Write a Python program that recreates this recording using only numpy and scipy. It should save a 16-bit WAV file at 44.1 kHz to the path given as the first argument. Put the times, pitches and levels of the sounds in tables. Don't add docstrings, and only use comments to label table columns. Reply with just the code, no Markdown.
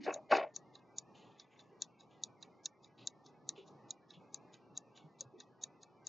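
import sys
import numpy as np
from scipy import signal
from scipy.fft import rfft, irfft
from scipy.io import wavfile
from scipy.ndimage import uniform_filter1d

SR = 44100
rng = np.random.default_rng(int(sys.argv[2]) if len(sys.argv) > 2 else 0)


def master(y):
    cut = np.clip(np.atleast_2d(y).T, -1, 1)
    pcm = np.round(cut * 32767)
    wavfile.write(sys.argv[1], SR, pcm.astype(np.int16))


N = 268128

# blow in seconds, levels of upper ring, middle ring, lower ring and knock in dB,
# rebound against blow in dB, noise tail in dB, tilt of the tail in dB per octave.
BEATS = [(0.1404, -33.5, -54, -47.5, -58, -1.5, -58.5, 10), (0.5622, -31, -43, -45.5, -61, -6.5, -58.5, 3),
         (0.752, -62.5, -74, -52.5, -64, 0.5, -61.5, -14), (0.9838, -27, -39, -47.5, -59.5, -8, -57.5, 8),
         (1.174, -73, -72, -71, -78, -14, -66, -7), (1.3968, -70, -47, -49, -60.5, -8.5, -57, -9),
         (1.5915, -66, -67, -52.5, -61, -20, -62, -11.5), (1.8201, -25.5, -35.5, -33, -57, -21.5, -53, -2),
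         (2.007, -60, -77, -55, -66, -26, -66, -3.7), (2.236, -28, -39, -34, -68, -20, -53.5, 0.1),
         (2.426, -49, -54, -44, -61, -8.5, -64, -4.1), (2.657, -28, -37, -34, -54, -4, -58.5, 9.5),
         (2.844, -59.5, -66, -56, -72, -10, -64.5, -2), (3.072, -27, -37.5, -31, -60.5, -17, -58, 3),
         (3.2617, -63, -62, -58.5, -70.5, -9, -63, -9),
         (3.4902, -25.5, -37.5, -34.5, -55.5, -20, -54.5, 5.5),
         (3.678, -61, -73.5, -66, -75.5, -21, -66.5, -4.2), (3.9063, -30, -44, -38, -67.5, -16, -62, 3),
         (4.1056, -64, -63, -47, -64.5, -8, -66, -5), (4.344, -30.5, -43.5, -45, -59.5, -19, -59, 2.5),
         (4.5407, -53.5, -80, -52.5, -69, -19, -65, 0.5), (4.7677, -58, -54, -46.5, -70.5, -32, -75, 1),
         (4.775, -30, -45, -45, -62, -24, -64.5, 3.5), (4.974, -61, -69, -54, -60, -10, -71, 0.1),
         (5.2074, -29, -42, -43, -60, -10, -57.5, 0.5), (5.4019, -45, -54.5, -47.5, -56.5, -6.5, -60, -7.5),
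         (5.6359, -31, -45.5, -40.5, -60.5, 0, -58, 10), (5.831, -49, -63, -54.5, -66, -1.5, -68, -3.3),
         (6.069, -30, -47, -46, -61.5, -13.5, -61, 5.3)]
# pitch in Hz, strength within the group in dB,
# 60 dB decay time in seconds.
UPPER_RING = [(6254, -8.5, 0.0077), (6413, -2, 0.015), (6638, 13, 0.005), (6723, 0, 0.0071),
              (7950, -25, 0.014), (8860, -17.5, 0.018)]
MIDDLE_RING = [(4336, 0.5, .013), (4603, -1, 0.022), (4810, -1.5, 0.0097), (5320, -5, 0.026),
               (5758, -1, 0.024), (5995, -4.5, .015)]
LOWER_RING = [(3560, -16.5, 0.01), (3783, 7, 0.014), (3897, -1, 0.019), (4150, 4, 0.01)]
KNOCK = [(1160, -2.5, 0.16), (1568, -2.5, 0.045), (1805, 2, 0.035), (2263, -5.5, 0.048),
         (2640, -2.5, 0.048), (2775, -0.5, 0.025)]
FIRM_BEAT_DB = -30
RECOIL_DB, RECOIL_SLOPE = -23.5, -0.21
REBOUND_S, RECOIL_S = 0.0024, 0.0098
UPPER_PAN_DB, MIDDLE_PAN_DB, LOWER_PAN_DB = 2, 1, -5
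TAIL_S, TAIL_S_PER_DB, TAIL_FALL_DB_S = 0.032, 0.0004, 700
TAIL_WIDTH_HZ, TAIL_SCATTER_DB, TAIL_T60_S = 220, 4, 0.12
LEADING_S, LEADING_DB, LEADING_UNDER_REBOUND_DB = 0.025, -69.5, -24

# start in seconds, length of the rattle in seconds, low level in dB,
# middle level in dB.
THUMPS = [(0.066, 0.11, -43, -48), (0.317, 0.13, -33.5, -37)]
# centre in Hz, width in Hz, strength in dB.
RATTLE_COLOUR = [(347, 67, -17), (616, 63, 20), (1043, 200, -27), (1560, 220, 4), (2120, 240, -24.5),
                 (2180, 270, -14)]
RATTLE_RISE_S, SAG_DB_S, FADE_DB_S = 0.0063, 58.5, 401.5
BRIGHT_S, MIDDLE_FALL_DB_S = 0.042, 269
# start in seconds, level of the middle modes in dB, pitch in Hz,
# upper modes against middle in dB, low modes against middle in dB.
JOLTS = [(0.0646, -36.5, 560, -7.5, -6), (0.075, -35, 720, -8, 4), (0.0772, -30.5, 740, -16, -6),
         (0.084, -33.5, 760, -5, -2), (0.091, -35, 760, 0.5, -14), (0.105, -37, 720, 1.5, -6.5),
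         (0.124, -41, 620, 0, -12), (0.162, -39, 610, -20, -17), (0.174, -43, 630, -23, -20),
         (0.188, -47, 720, -30, -14), (0.311, -27.5, 590, -5, -10), (0.319, -32, 600, 8.5, -3.5),
         (0.322, -25.5, 750, 8, -5), (0.3294, -13.5, 720, -13, -13.5), (0.337, -23.5, 770, -5, -7.5),
         (0.35, -24, 780, -2.5, -9), (0.368, -27.5, 680, 0.1, -4.5), (0.383, -25.5, 690, -7, -12.5),
         (0.395, -33, 680, -3, -14), (0.411, -32, 620, -5, -16), (0.426, -39, 620, -5.5, -15),
         (0.436, -39, 690, -6, -15), (0.447, -34.5, 690, -15, -22), (0.462, -45, 700, -12, -16)]
# pitch in Hz, strength within the group in dB
# (for the middle group, before the pull toward a jolt's pitch), 60 dB decay time in seconds.
BENCH_LOW = [(307, -1, 0.058), (392, -5, 0.062), (471, -2.5, 0.067)]
BENCH_MIDDLE = [(532, -2, 0.045), (596, -1, 0.047), (685, 2, 0.036), (765, 0.5, 0.051), (808, -8.5, 0.034)]
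BENCH_UPPER = [(970, 0, 0.042), (1100, 7, 0.037), (1402, 7.5, 0.021), (1586, -10.5, 0.039),
               (2000, -13.5, 0.026), (2214, -6, 0.043), (2350, -4, 0.039), (2591, -1.5, 0.037),
               (2857, -13.5, .04)]
FOCUS_DB = 61

# start in seconds, length in seconds, level in dB,
# tilt in dB per octave.
SCRAPES = [(0.0, .025, -67, -2.5), (0.027, 0.03, -56, 5), (0.06, 0.047, -69.5, 7), (0.288, 0.023, -65, -2),
           (0.303, 0.051, -44, -2.5), (0.349, 0.024, -47, 3.5), (0.381, 0.016, -52.5, -8),
           (0.391, 0.039, -59.5, -13.5)]
# centre in Hz, half the width of its filter in Hz, strength in dB.
SCRAPE_MODES = [(2087, 400, -1.5), (2900, 100, -1.5), (3616, 55, 1), (3820, 40, -1), (4130, 110, -2),
                (4520, 93, -0.5), (4830, 47, -0.5), (5200, 28, -1.5), (5350, 32, -7), (5520, 50, -6.5),
                (5940, 44, -11), (6450, 140, -10.5), (6930, 50, -11.5), (7900, 210, -11)]
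SCRAPE_RISE_S, SCRAPE_FALL_DB_S = 0.0042, 699.5

# start in seconds, level in dB, centre in Hz, 60 dB decay time in seconds,
# level of the upper band in dB.
BRUSH = [(1.13, -62.5, 3220, 0.55, -75.5), (1.199, -72, 2980, 0.87, -86), (1.49, -69, 2420, 0.63, -81),
         (2.09, -60.5, 3080, 0.24, -74.5), (2.415, -43.5, 2630, 0.071, -66), (2.969, -49, 3220, 0.19, -70),
         (3.547, -45.5, 3010, 0.17, -67), (4.119, -48.5, 3200, 0.13, -70), (4.52, -53.5, 2730, 0.13, -69),
         (4.941, -49, 3200, 0.18, -68)]
BRUSH_RISE_S, BRUSH_TOP_HZ = 0.033, 6700
# start in seconds
# (one begins before the opening), level in dB, centre in Hz, 60 dB decay time in seconds.
LOW_SWELLS = [(-0.006, -37.5, 268, 0.15), (.028, -43.5, 291, 0.29), (1.71, -58.5, 417, 0.24),
              (3.38, -52, 150, 0.097), (3.573, -47, 398, 0.19), (4.16, -50.5, 163, 0.11),
              (4.7, -54, 151.8, 0.13), (5.035, -48.5, 153, 0.11), (5.195, -48, 520, 0.093),
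              (5.25, -56, 132.6, 0.22), (5.33, -50.5, 376, 0.25), (5.375, -47, 243, 0.091)]
LOW_SWELL_RISE_S = 0.013

# frequency in Hz, relative density in dB per Hz.
ROOM = [(30, -33.5), (60, -24.5), (90, -17.5), (118, 0), (150, -0.5), (260, -3), (385, -1.5), (450, -4),
        (680, -8), (820, -3.5), (950, -8.5), (1250, -11)]
AIR = [(1400, -35), (2500, -34), (3300, -41.5), (4200, -34), (5500, -33.5), (7200, -45.5), (7500, -34),
       (8600, -39.5)]
# frequency in Hz, shaping of side against mid in dB.
WIDTH = [(40, -5), (70, -7), (130, -14.5), (300, -7.5), (1000, -20), (1400, -11), (4000, 2.5), (4300, -17),
         (7000, -11), (7600, 0.5)]
# frequency in Hz, relative strength while on in dB.
NARROW_BANDS = [(1350, -11), (2000, -9), (2700, -14), (3200, -30), (7000, -32.5)]
ROOM_DB = -64.5
SHELF_HZ, TOP_HZ = 7300, 9200


def undb(db):
    return 10 ** (np.asarray(db) / 20)


def unit(x):
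    return x / np.sqrt(np.mean(x ** 2))


def band(x, hz, width):
    return signal.lfilter(*signal.iirpeak(hz, hz / width, fs=SR), x)


def between(x, lo_hz, hi_hz):
    return signal.sosfilt(signal.butter(3, [lo_hz, hi_hz], "band", fs=SR, output="sos"), x)


def on_log(table, hz):
    f, db = np.transpose(table)
    return np.interp(np.log(hz), np.log(f), db)


def walk(rate):
    k = int(SR / rate)
    steps = np.repeat(rng.standard_normal(N // k + 1), k)
    return 1.42 * uniform_filter1d(uniform_filter1d(steps, k), k)[:N]


def add(out, s, x):
    i = int(s * SR)
    x = x[..., max(-i, 0):N - i]
    out[:, max(i, 0):max(i, 0) + x.shape[-1]] += x


def spread(x, other, pan_db, side_db):
    sign = np.array([[1], [-1]])
    return (x + undb(side_db) * sign * other) * undb(sign * pan_db / 2)


def ring(modes, t, rise, scatter_db=3.5, detune=0.0057, slip=1.99):
    hz, db, t60 = np.transpose(modes)[:, :, None]
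    a, b, c = rng.standard_normal((len(modes), 3)).T[:, :, None]
    t = np.maximum(t, 0)
    decay = undb(db + scatter_db * b - 60 * t / t60)
    tones = np.sin(2 * np.pi * hz * (1 + detune * a) * t + slip * c) * decay
    blow = tones.sum(axis=0) * (1 - np.exp(-(t / rise) ** 2))
    return blow / np.abs(blow).max()


def taps(modes, t, rise, rebound_db, recoil_db):
    blow = ring(modes, t, rise)
    rebound = undb(rebound_db) * ring(modes, t - REBOUND_S, rise)
    recoil = undb(recoil_db) * ring(modes, t - RECOIL_S, rise)
    return blow + rebound + recoil


def unsteady_noise(length, tilt_db):
    noise = rng.standard_normal((2, length)) * undb(2.2 * walk(200)[:length])
    total = np.zeros((2, length))
    for hz, _, _ in LOWER_RING + MIDDLE_RING + UPPER_RING[:-1]:
        gain = undb(TAIL_SCATTER_DB * rng.standard_normal() + tilt_db * np.log2(hz / 5000))
        total += gain * band(band(noise, hz, TAIL_WIDTH_HZ), hz, TAIL_WIDTH_HZ)
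    return unit(total)


def watch():
    out, lead = np.zeros((2, N)), 0.04
    t = np.arange(SR // 5) / SR - lead
    after = np.maximum(t, 0)
    leading_shape = np.clip(1 + t / LEADING_S, 0, 1) * np.exp(-after / 0.0012)
    for s, upper_db, middle_db, lower_db, knock_db, rebound_db, tail_db, tilt_db in BEATS:
        softer_db = FIRM_BEAT_DB - upper_db
        recoil_db = RECOIL_DB - RECOIL_SLOPE * softer_db
        groups = (  # modes, level dB, rise s, pan dB, side dB
            (UPPER_RING, upper_db, 0.0008, UPPER_PAN_DB, -12.0),
            (MIDDLE_RING, middle_db, 0.0011, MIDDLE_PAN_DB, -22.0),
            (LOWER_RING, lower_db, 0.0012, LOWER_PAN_DB, -19.0),
            (KNOCK, knock_db, 0.003, 0.6, -19.0))
        beat = np.zeros((2, len(t)))
        for modes, db, rise, pan_db, side_db in groups:
            mid, side = [taps(modes, t, rise, rebound_db, recoil_db) for _ in range(2)]
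            beat += undb(db) * spread(mid, side, pan_db, side_db)
        noise = unsteady_noise(len(t), tilt_db)
        lasts = TAIL_S + TAIL_S_PER_DB * softer_db
        tail_shape = undb(-60 * after / TAIL_T60_S - TAIL_FALL_DB_S * np.maximum(after - lasts, 0))
        tail_shape = tail_shape * (1 - np.exp(-after / 0.0046))
        leading = undb(LEADING_DB) + undb(upper_db + rebound_db + LEADING_UNDER_REBOUND_DB)
        faint = noise * (leading * leading_shape + undb(tail_db) * tail_shape)
        add(out, s - lead, beat + spread(*faint, 1.4, -14.5))
    return out


def rattle():
    out, t = np.zeros((2, N)), np.arange(N) / SR
    grit = rng.standard_normal((2, N))
    body = np.zeros((2, N))
    for k, (hz, width, db) in enumerate(RATTLE_COLOUR):
        body += (-1) ** k * undb(db) * band(grit, hz, width)
    low = unit(between(body, 280, 1200))
    flicker = body * undb(3.5 * walk(150))
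    middle = unit(between(between(flicker, 820, 2750), 700, 2850))
    for s, lasts, low_db, middle_db in THUMPS:
        since = np.maximum(t - s, 0)
        past = np.maximum(since - BRIGHT_S, 0)
        gate = np.exp(np.minimum(t - s, 0) / RATTLE_RISE_S) * undb(-FADE_DB_S * np.maximum(since - lasts, 0))
        low_part = undb(low_db - SAG_DB_S * since) * low
        middle_part = undb(middle_db - MIDDLE_FALL_DB_S * past) * middle
        out += gate * (low_part + middle_part)
    return out


def jolt(pitch_hz, upper_db, deep_db):
    t = np.arange(SR // 8) / SR
    near = [(hz, db - FOCUS_DB * abs(np.log2(hz / pitch_hz)), t60) for hz, db, t60 in BENCH_MIDDLE]
    middle = ring(near, t, 0.00084, scatter_db=2.5, slip=0.29)
    upper = undb(upper_db) * ring(BENCH_UPPER, t, 0.0017)
    deep = undb(deep_db) * ring(BENCH_LOW, t, 0.003)
    return middle + upper + deep


def thumps():
    out = rattle()
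    for s, db, pitch_hz, upper_db, deep_db in JOLTS:
        pair = np.array([jolt(pitch_hz, upper_db, deep_db) for _ in range(2)])
        add(out, s, undb(db) * pair)
    mid, side = between(out, 150, 7200)
    return spread(mid, side + undb(-1.5) * band(side, 300, 250), 0.78, -21.0)


def scrapes():
    out, t = np.zeros((2, N)), np.arange(SR // 4) / SR
    for s, lasts, level_db, tilt_db in SCRAPES:
        uneven = rng.standard_normal((2, len(t))) * undb(2.9 * walk(300)[:len(t)])
        grit = between(uneven, 1400, 8300) * (1 - np.exp(-t / SCRAPE_RISE_S))
        fall_db = SCRAPE_FALL_DB_S * np.maximum(t - lasts, 0)
        sound = undb(-25.5 - 2.0 * fall_db) * grit
        for hz, half_width, db in SCRAPE_MODES:
            width = 2.0 * half_width
            gain = undb(db + tilt_db * np.log2(hz / 4000) - fall_db * hz / 4000)
            sound += gain * band(band(grit, hz, width), hz, width)
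        steady = sound / np.std(sound[:, t < lasts])
        add(out, s, undb(level_db) * spread(*steady, 1.1, -22))
    return out


def puffs(table, rise, relative_width, side_db, grain_db, streak=0):
    out, t = np.zeros((2, N)), np.arange(SR // 2) / SR
    for s, db, hz, t60 in table:
        noise = rng.standard_normal((2, SR)) * undb(grain_db * walk(140)[:SR])
        for _ in range(3):
            noise = band(noise, hz, relative_width * hz)
        octaves = rng.uniform(-0.35, 0.6, size=8)
        noise = noise + sum(streak * band(noise, hz * 2 ** u, 0.026 * hz) for u in octaves)
        shape = undb(db - 60 * t / t60) * (1 - np.exp(-(t / rise) ** 2))
        settled = unit(noise[:, -len(t):])
        add(out, s, spread(*(settled * shape), 0, side_db))
    return out


def brushes():
    lower = [row[:4] for row in BRUSH]
    upper = [(s, db, BRUSH_TOP_HZ, t60) for s, _, _, t60, db in BRUSH]
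    return (puffs(lower, BRUSH_RISE_S, 0.82, -22.5, 2.2, streak=1.1)
            + puffs(upper, BRUSH_RISE_S, 0.17, -17.5, 2.8))


def low_swells():
    return puffs(LOW_SWELLS, LOW_SWELL_RISE_S, 0.3, -12.5, 0)


def room():
    hz = np.maximum(np.arange(N // 2 + 1) * SR / N, 1)
    edge = 1 / (1 + (hz / 1300) ** 40)
    colour = undb(on_log(ROOM, hz)) * edge + undb(on_log(AIR, hz)) * (1 - edge)
    mid, side = rfft(rng.standard_normal((2, N))) * colour
    side = side * undb(on_log(WIDTH, hz))
    out = spread(irfft(mid, N), irfft(side, N), 0, 0) * undb(1.6 * walk(15))
    for centre in 3000 * 2 ** np.arange(0, 1.3, 1 / 4):
        out += (undb(1.5 * walk(12)) - 1) * band(out, centre, centre / 8)
    for centre in 1350 * 2 ** np.arange(0, 2.4, 1 / 14):
        width = centre / 50
        pair = band(band(rng.standard_normal((2, N)), centre, width), centre, width)
        switch = 0.5 + 0.5 * np.tanh(10.0 * (walk(14) - 0.7))
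        out += undb(on_log(NARROW_BANDS, centre)) * switch * spread(*pair, 0, -16.0)
    return unit(out) * undb(ROOM_DB)


def scene():
    return watch() + thumps() + scrapes() + brushes() + low_swells() + room()


def record(dry):
    shelf = signal.ellip(8, 0.1, 35, SHELF_HZ, fs=SR, output="sos")
    top = signal.ellip(8, 0.2, 60, TOP_HZ, fs=SR, output="sos")
    body = signal.sosfiltfilt(shelf, dry)
    return signal.sosfilt(top, body + undb(-22.5) * dry)


dry = scene()
out = record(dry)
master(out)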